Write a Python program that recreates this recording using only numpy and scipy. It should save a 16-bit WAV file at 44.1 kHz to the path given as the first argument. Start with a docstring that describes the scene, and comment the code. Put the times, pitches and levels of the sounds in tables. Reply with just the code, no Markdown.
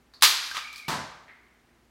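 """A toy crossbow is fired in a hard-walled dining room, over soft air and a faint appliance hum.
The trigger spring pings, the latch ticks, and the string slams home in a run of hard cracks that set
the plastic frame ringing. The slack string buzzes against the stock and loose parts rattle.
The dart whistles across the room while the latch ticks again, then thumps into a far surface,
which rings. Last, the dart drops and bounces lightly on the floor."""
import sys
import numpy as np
from scipy import signal
from scipy.fft import rfft, irfft, next_fast_len
from scipy.io import wavfile

SR = 44100
rng = np.random.default_rng(int(sys.argv[2]) if len(sys.argv) > 2 else 0)


def master_out(mix):
    """Clip the mix to full scale and print it as 16-bit PCM to the path in sys.argv[1]."""
    frames = np.transpose(np.atleast_2d(mix))
    ceiling = np.clip(frames, -1, 1)
    pcm = np.round(ceiling * 32767).astype(np.int16)
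    wavfile.write(sys.argv[1], SR, pcm)


N = 83790
TIME = np.arange(N) / SR


def from_db(db):
    """Decibels to gain."""
    return 10 ** (np.asarray(db) / 20)


def rms_one(x):
    """Scale to an rms of one."""
    return x / np.sqrt(np.mean(x ** 2) + 1e-20)


def at_hz(points, hz):
    """Read a curve on a log-frequency axis."""
    freqs, values = np.transpose(points)
    return np.interp(np.log(np.maximum(hz, 1)), np.log(freqs), values)


def eq(x, curve):
    """Minimum-phase EQ at unit power gain: the curve sets the tone, with no ringing ahead of a hit."""
    size = next_fast_len(N) * 2
    gain = rms_one(from_db(at_hz(curve, np.fft.rfftfreq(size, 1 / SR))))
    cepstrum = irfft(np.log(gain))
    cepstrum[1:size // 2] *= 2
    cepstrum[size // 2 + 1:] = 0
    return irfft(rfft(x, size) * np.exp(rfft(cepstrum)))[:N]


def linger(power, t60):
    """Stored energy leaks away, falling 60 dB in t60 seconds."""
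    return signal.lfilter([1], [1, -from_db(-60 / (t60 * SR)) ** 2], power + 1e-18)


def bursts(hits, rise_s=.0001):
    """Each hit is a burst of noise with an exponential attack and decay."""
    power = np.zeros(N)
    for time, db, decay in hits:
        age = TIME - time
        envelope = from_db(db) * np.exp(-np.maximum(age / decay, -age / rise_s))
        power += envelope ** 2
    return np.sqrt(power) * rng.choice([-1, 1], N)


def impulses(hits):
    """Each hit is a single click with the energy of its burst's decay."""
    clicks = np.zeros(N)
    for time, db, decay in hits:
        clicks[int(time * SR)] += from_db(db) * np.sqrt(decay * SR / 2)
    return clicks


def ring(clicks, hz, t60):
    """One resonance: every click adds energy, which leaks away."""
    return np.sqrt(linger(clicks ** 2, t60)) * np.sin(2 * np.pi * (hz * TIME + rng.random()))


def struck(hits, modes, level_db):
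    """A run of hits rings all the modes of a body."""
    clicks = impulses(hits)
    return sum(from_db(db + level_db) * ring(clicks, hz, t60) for hz, db, t60 in modes)


# reverb decay of the hard-walled room (frequency [Hz], t60 [s])
ROOM_T60 = [(80, .6), (250, 0.68), (600, .75), (1400, .88), (4000, 0.71), (8000, 0.68), (11000, 0.41),
            (16000, 0.18)]
EARLY_T60_S, BUILD_UP_S = .29, .0013
NEAR_EARLY_DB, FAR_EARLY_DB = 6.5, -2   # early reflections over the tail: they dominate up close
NEAR_TAIL, FAR_TAIL = 1.116, .93   # t60 multipliers; the buzzing crossbow draws out its own tail

def room(x, wet_db, early_db=NEAR_EARLY_DB, tail_scale=1):
    """A dry hit plus its reverb: dense early reflections and a tail that dies band by band."""
    hz = np.fft.rfftfreq(N, 1 / SR)
    centres = np.geomspace(60, 16000, 12)
    white = rfft(rng.standard_normal(N))
    build = np.exp(-1 / (BUILD_UP_S * SR))
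    power = signal.lfilter([1 - build], [1, -build], x ** 2)
    early = from_db(early_db) ** 2 * linger(power, EARLY_T60_S)
    wet = np.zeros(N)
    for centre, weights in zip(centres, np.eye(len(centres))):
        band = irfft(white * at_hz(np.column_stack([centres, weights]), hz), N)
        late = linger(power, tail_scale * at_hz(ROOM_T60, centre))
        wet += band * np.sqrt(early + late)
    return x + from_db(wet_db) * wet * np.linalg.norm(x) / np.linalg.norm(wet)


# dark bed of air (frequency [Hz], relative gain [dB])
AIR_EQ = [(15, -50), (25, -22), (48, -5), (87, -12), (242, -12), (309, -12.5), (363, -10.5), (545, -19.5),
          (677, -16), (988, -18), (1840, -21), (16000, -39.5)]
# partials of the appliance hum (frequency [Hz], rms level [dB])
HUM_PARTIALS = [(59.5, -73.5), (118, -80), (240, -74)]

def room_tone():
    """The bed: soft air noise and the steady low hum of an appliance."""
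    hum = sum(from_db(db) * np.sqrt(2) * np.sin(2 * np.pi * (hz * TIME + rng.random()))
              for hz, db in HUM_PARTIALS)
    air = rms_one(eq(rng.standard_normal(N), AIR_EQ))
    return hum + from_db(-64.5) * air


# the dart taps the floor (time [s], level [dB], decay [s])
BOUNCE_HITS = [(1.269, -64, .004), (1.281, -50.5, 0.0053), (1.291, -49, 0.0044), (1.317, -66, 0.0051),
               (1.372, -68.5, 0.0052), (1.465, -60.5, .006), (1.592, -76, 0.0045), (1.685, -67, .008),
               (1.765, -73.5, 0.0054)]
# thin, midrange clack (frequency [Hz], relative gain [dB])
BOUNCE_EQ = [(200, -19.5), (1200, -5), (1700, 1.5), (2100, 7), (2700, -9.5), (4000, -14), (6000, -37),
             (16000, -44)]

def dart_bounces():
    """The fallen dart clatters lightly on the floor, heard mostly as reverb."""
    return eq(room(bursts(BOUNCE_HITS), wet_db=6.5, early_db=FAR_EARLY_DB), BOUNCE_EQ)


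# the trigger takes up its spring (time [s], level [dB], decay [s])
SPRING_HITS = [(.1370, -46.5, .004)]
# narrow, bright ping (frequency [Hz], relative gain [dB])
SPRING_EQ = [(300, -14.5), (1300, -2.5), (3200, -15.5), (4400, 8.5), (5800, -13.5), (10000, -21),
             (16000, -28)]
# small clicks of trigger and latch (time [s], level [dB], decay [s])
LATCH_HITS = [(.2108, -41.5, 0.0013), (.2172, -43.5, 0.0019), (.7283, -41.5, 0.0048), (.7595, -38, 0.0031),
              (.780, -37, 0.0017), (.787, -49, .002)]
# crisp tick (frequency [Hz], relative gain [dB])
LATCH_EQ = [(300, -20.5), (2000, -6.5), (4300, 7), (7000, -5), (12000, -9), (16000, -14.5)]

def trigger():
    """The spring pings; the latch ticks before and after the shot."""
    spring = eq(room(bursts(SPRING_HITS), wet_db=6), SPRING_EQ)
    latch = eq(room(bursts(LATCH_HITS), wet_db=2), LATCH_EQ)
    return spring + latch


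# pitch and volume curves of the whistle (time [s], pitch [Hz], level [dB])
WHISTLE_PATH = [(.58, 2400, -56), (.615, 2360, -47), (.64, 2330, -42), (.69, 2360, -42.5),
                (.718, 2320, -54), (.765, 2360, -53), (.80, 2390, -47), (.83, 2300, -47),
                (.855, 2240, -43.5), (.882, 2250, -51)]
WAVER_HZ, FLUTTER_DB, WOBBLES_PER_S = 75, 2, 160   # depths and rate of the random modulation

def dart_whistle():
    """The flying dart whistles unsteadily until it lands; its echoes beat against the tone."""
    times, hz, db = np.transpose(WHISTLE_PATH)
    waver = np.interp(TIME * WOBBLES_PER_S, np.arange(N), rng.standard_normal(N))
    flutter = np.interp(TIME * WOBBLES_PER_S, np.arange(N), rng.standard_normal(N))
    pitch = np.interp(TIME, times, hz) + WAVER_HZ * waver
    level = np.interp(TIME, times, from_db(db), left=0, right=0) * from_db(FLUTTER_DB * flutter)
    tone = level * np.sin(2 * np.pi * np.cumsum(pitch) / SR)
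    echoes = room(signal.unit_impulse(N), wet_db=-1, early_db=FAR_EARLY_DB)
    return signal.fftconvolve(tone, echoes)[:N]


# swells of string buzz (time [s], level [dB], decay [s])
BUZZ_SWELLS = [(.345, -42, 0.032), (.44, -43.5, 0.12)]
# bright, raspy edge (frequency [Hz], relative gain [dB])
BUZZ_EQ = [(200, -29), (900, -6), (2300, -0.5), (4000, 4.5), (6500, -6.5), (9500, -12.5), (11200, -10),
           (16000, -18.5)]

def string_buzz():
    """The slack string buzzes against the stock: two noisy swells in the tail of the shot."""
    return eq(room(bursts(BUZZ_SWELLS, rise_s=.015), wet_db=.5), BUZZ_EQ)


# knocks of loose parts (time [s], level [dB], decay [s], ring pitch [Hz], relative ring level [dB])
RATTLE_HITS = [(.5140, -38, 0.0065, 1586, -10), (.547, -35, 0.03, 1254, -24),
               (.558, -34, 0.0081, 1172, -21), (0.5686, -25.5, 0.0047, 1287, -28),
               (.578, -36.5, 0.0087, 1224, -13.5)]
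# mid-heavy plastic knock (frequency [Hz], relative gain [dB])
RATTLE_EQ = [(100, -40), (350, -27), (600, -14.5), (1200, 2.5), (2000, -1.5), (3000, 0.5), (5000, -5.5),
             (8000, -15.5), (16000, -29.5)]

def rattle():
    """Loose parts knock, each with a short hollow ring that carries on faintly in the room."""
    knocks = bursts([hit[:3] for hit in RATTLE_HITS])
    out = eq(room(knocks, wet_db=0), RATTLE_EQ)
    for time, db, decay, hz, ring_db in RATTLE_HITS:
        click = from_db(ring_db) * impulses([(time, db, decay)])
        hollow = ring(click, hz, t60=.03)
        room_tail = from_db(-17.5) * ring(click, hz, at_hz(ROOM_T60, hz))
        out += hollow + room_tail
    return out


# the tip cracks on arrival (time [s], level [dB], decay [s])
TIP_HITS = [(.8812, -31, 0.0061)]
# sharp top layer (frequency [Hz], relative gain [dB])
TIP_EQ = [(200, 4), (1500, 2.5), (4000, 6), (8000, -21), (12000, -1.5), (16000, -9)]
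# the dart strikes and flexes (time [s], level [dB], decay [s])
THUMP_HITS = [(.8810, -37.5, 0.0043), (.8838, -24.5, 0.0031), (.898, -32, 0.0063), (.918, -32.5, 0.0059)]
# weight in the lows and mids (frequency [Hz], relative gain [dB])
THUMP_EQ = [(15, -32), (40, -28), (75, 3), (170, 3), (260, 1.5), (380, -5.5), (700, 1.5), (1000, 2.5),
            (1600, -1), (2800, -8.5), (4500, -7), (8000, -14.5), (16000, -31.5)]
# resonances of the struck surface (frequency [Hz], relative level [dB], t60 [s])
SURFACE_RING = [(161.7, -18.5, .45), (247, -20.5, 0.38), (889, -17.5, 0.65), (1005, -17, .62),
                (1018, -19.5, 0.54), (1170, -27, 0.95), (1562, -24, 0.7)]

def dart_impact():
    """The dart hits a far surface with a crack and a thump, and leaves it ringing."""
    tip = room(bursts(TIP_HITS), wet_db=1.5, early_db=FAR_EARLY_DB, tail_scale=FAR_TAIL)
    thump = room(bursts(THUMP_HITS), wet_db=8.5, early_db=FAR_EARLY_DB, tail_scale=FAR_TAIL)
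    surface = struck(THUMP_HITS, SURFACE_RING, level_db=-13.5)
    return eq(tip, TIP_EQ) + eq(thump, THUMP_EQ) + surface


# the string slams the dart out (time [s], level [dB], decay [s])
RELEASE_HITS = [(.2238, -7.5, 0.0023)]
# broad crack with little bass (frequency [Hz], relative gain [dB])
RELEASE_EQ = [(15, -41), (150, -28), (400, -17), (700, -1.5), (1100, 2.5), (2000, -2), (4200, 1.5),
              (7500, -6.5), (11000, -4), (16000, -11)]
# string and limbs hit their stops (time [s], level [dB], decay [s])
SNAP_HITS = [(.2293, -11, 0.0049), (.2340, -2, 0.0013), (.2404, -8, 0.0016), (.2515, -22.5, 0.0027)]
# hard snap with a presence peak (frequency [Hz], relative gain [dB])
SNAP_EQ = [(15, -47), (50, -32.5), (130, -26), (250, -27), (400, -17), (650, -19.5), (1000, -2),
           (2000, -0.5), (4200, 4.5), (6500, -1.5), (9000, -9), (11200, -7.5), (16000, -14)]
# resonances of the plastic frame (frequency [Hz], relative level [dB], t60 [s])
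FRAME_RING = [(369.6, -43, 0.52), (1222, -23, 0.47), (1420, -34, .7), (2367, -29.5, 0.83),
              (2970, -27.5, .4), (3350, -20.5, .33), (3670, -24, 0.85), (4100, -26, .65),
              (3920, -26.5, 0.34), (4070, -16.5, 0.41), (4760, -24, 0.91), (5090, -25.5, 0.15),
              (6430, -34, 0.28), (11350, -30, 0.58)]
RELEASE_RISE_S = .0005   # the string gathers speed before it hits

def crossbow_shot():
    """The string fires the dart, then hits its stops in a run of cracks that ring the frame."""
    release = room(bursts(RELEASE_HITS, RELEASE_RISE_S), wet_db=-3.5, tail_scale=NEAR_TAIL)
    snaps = room(bursts(SNAP_HITS), wet_db=2.5, tail_scale=NEAR_TAIL)
    frame = struck(SNAP_HITS, FRAME_RING, level_db=-21)
    return eq(release, RELEASE_EQ) + eq(snaps, SNAP_EQ) + frame


def scene():
    """Mono mix: the crossbow up close, the dart across the room, room tone underneath."""
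    crossbow = trigger() + crossbow_shot() + string_buzz() + rattle()
    dart = dart_whistle() + dart_impact() + dart_bounces()
    return (crossbow + dart + room_tone())[None]


CUTOFF_HZ = 15900

def record(dry):
    """The loudest peaks clip, then a steep low-pass trims the very top."""
    low_pass = signal.ellip(12, .1, 100, CUTOFF_HZ, fs=SR, output="sos")
    return signal.sosfilt(low_pass, np.clip(dry, -1, 1))


dry = scene()
out = record(dry)
master_out(out)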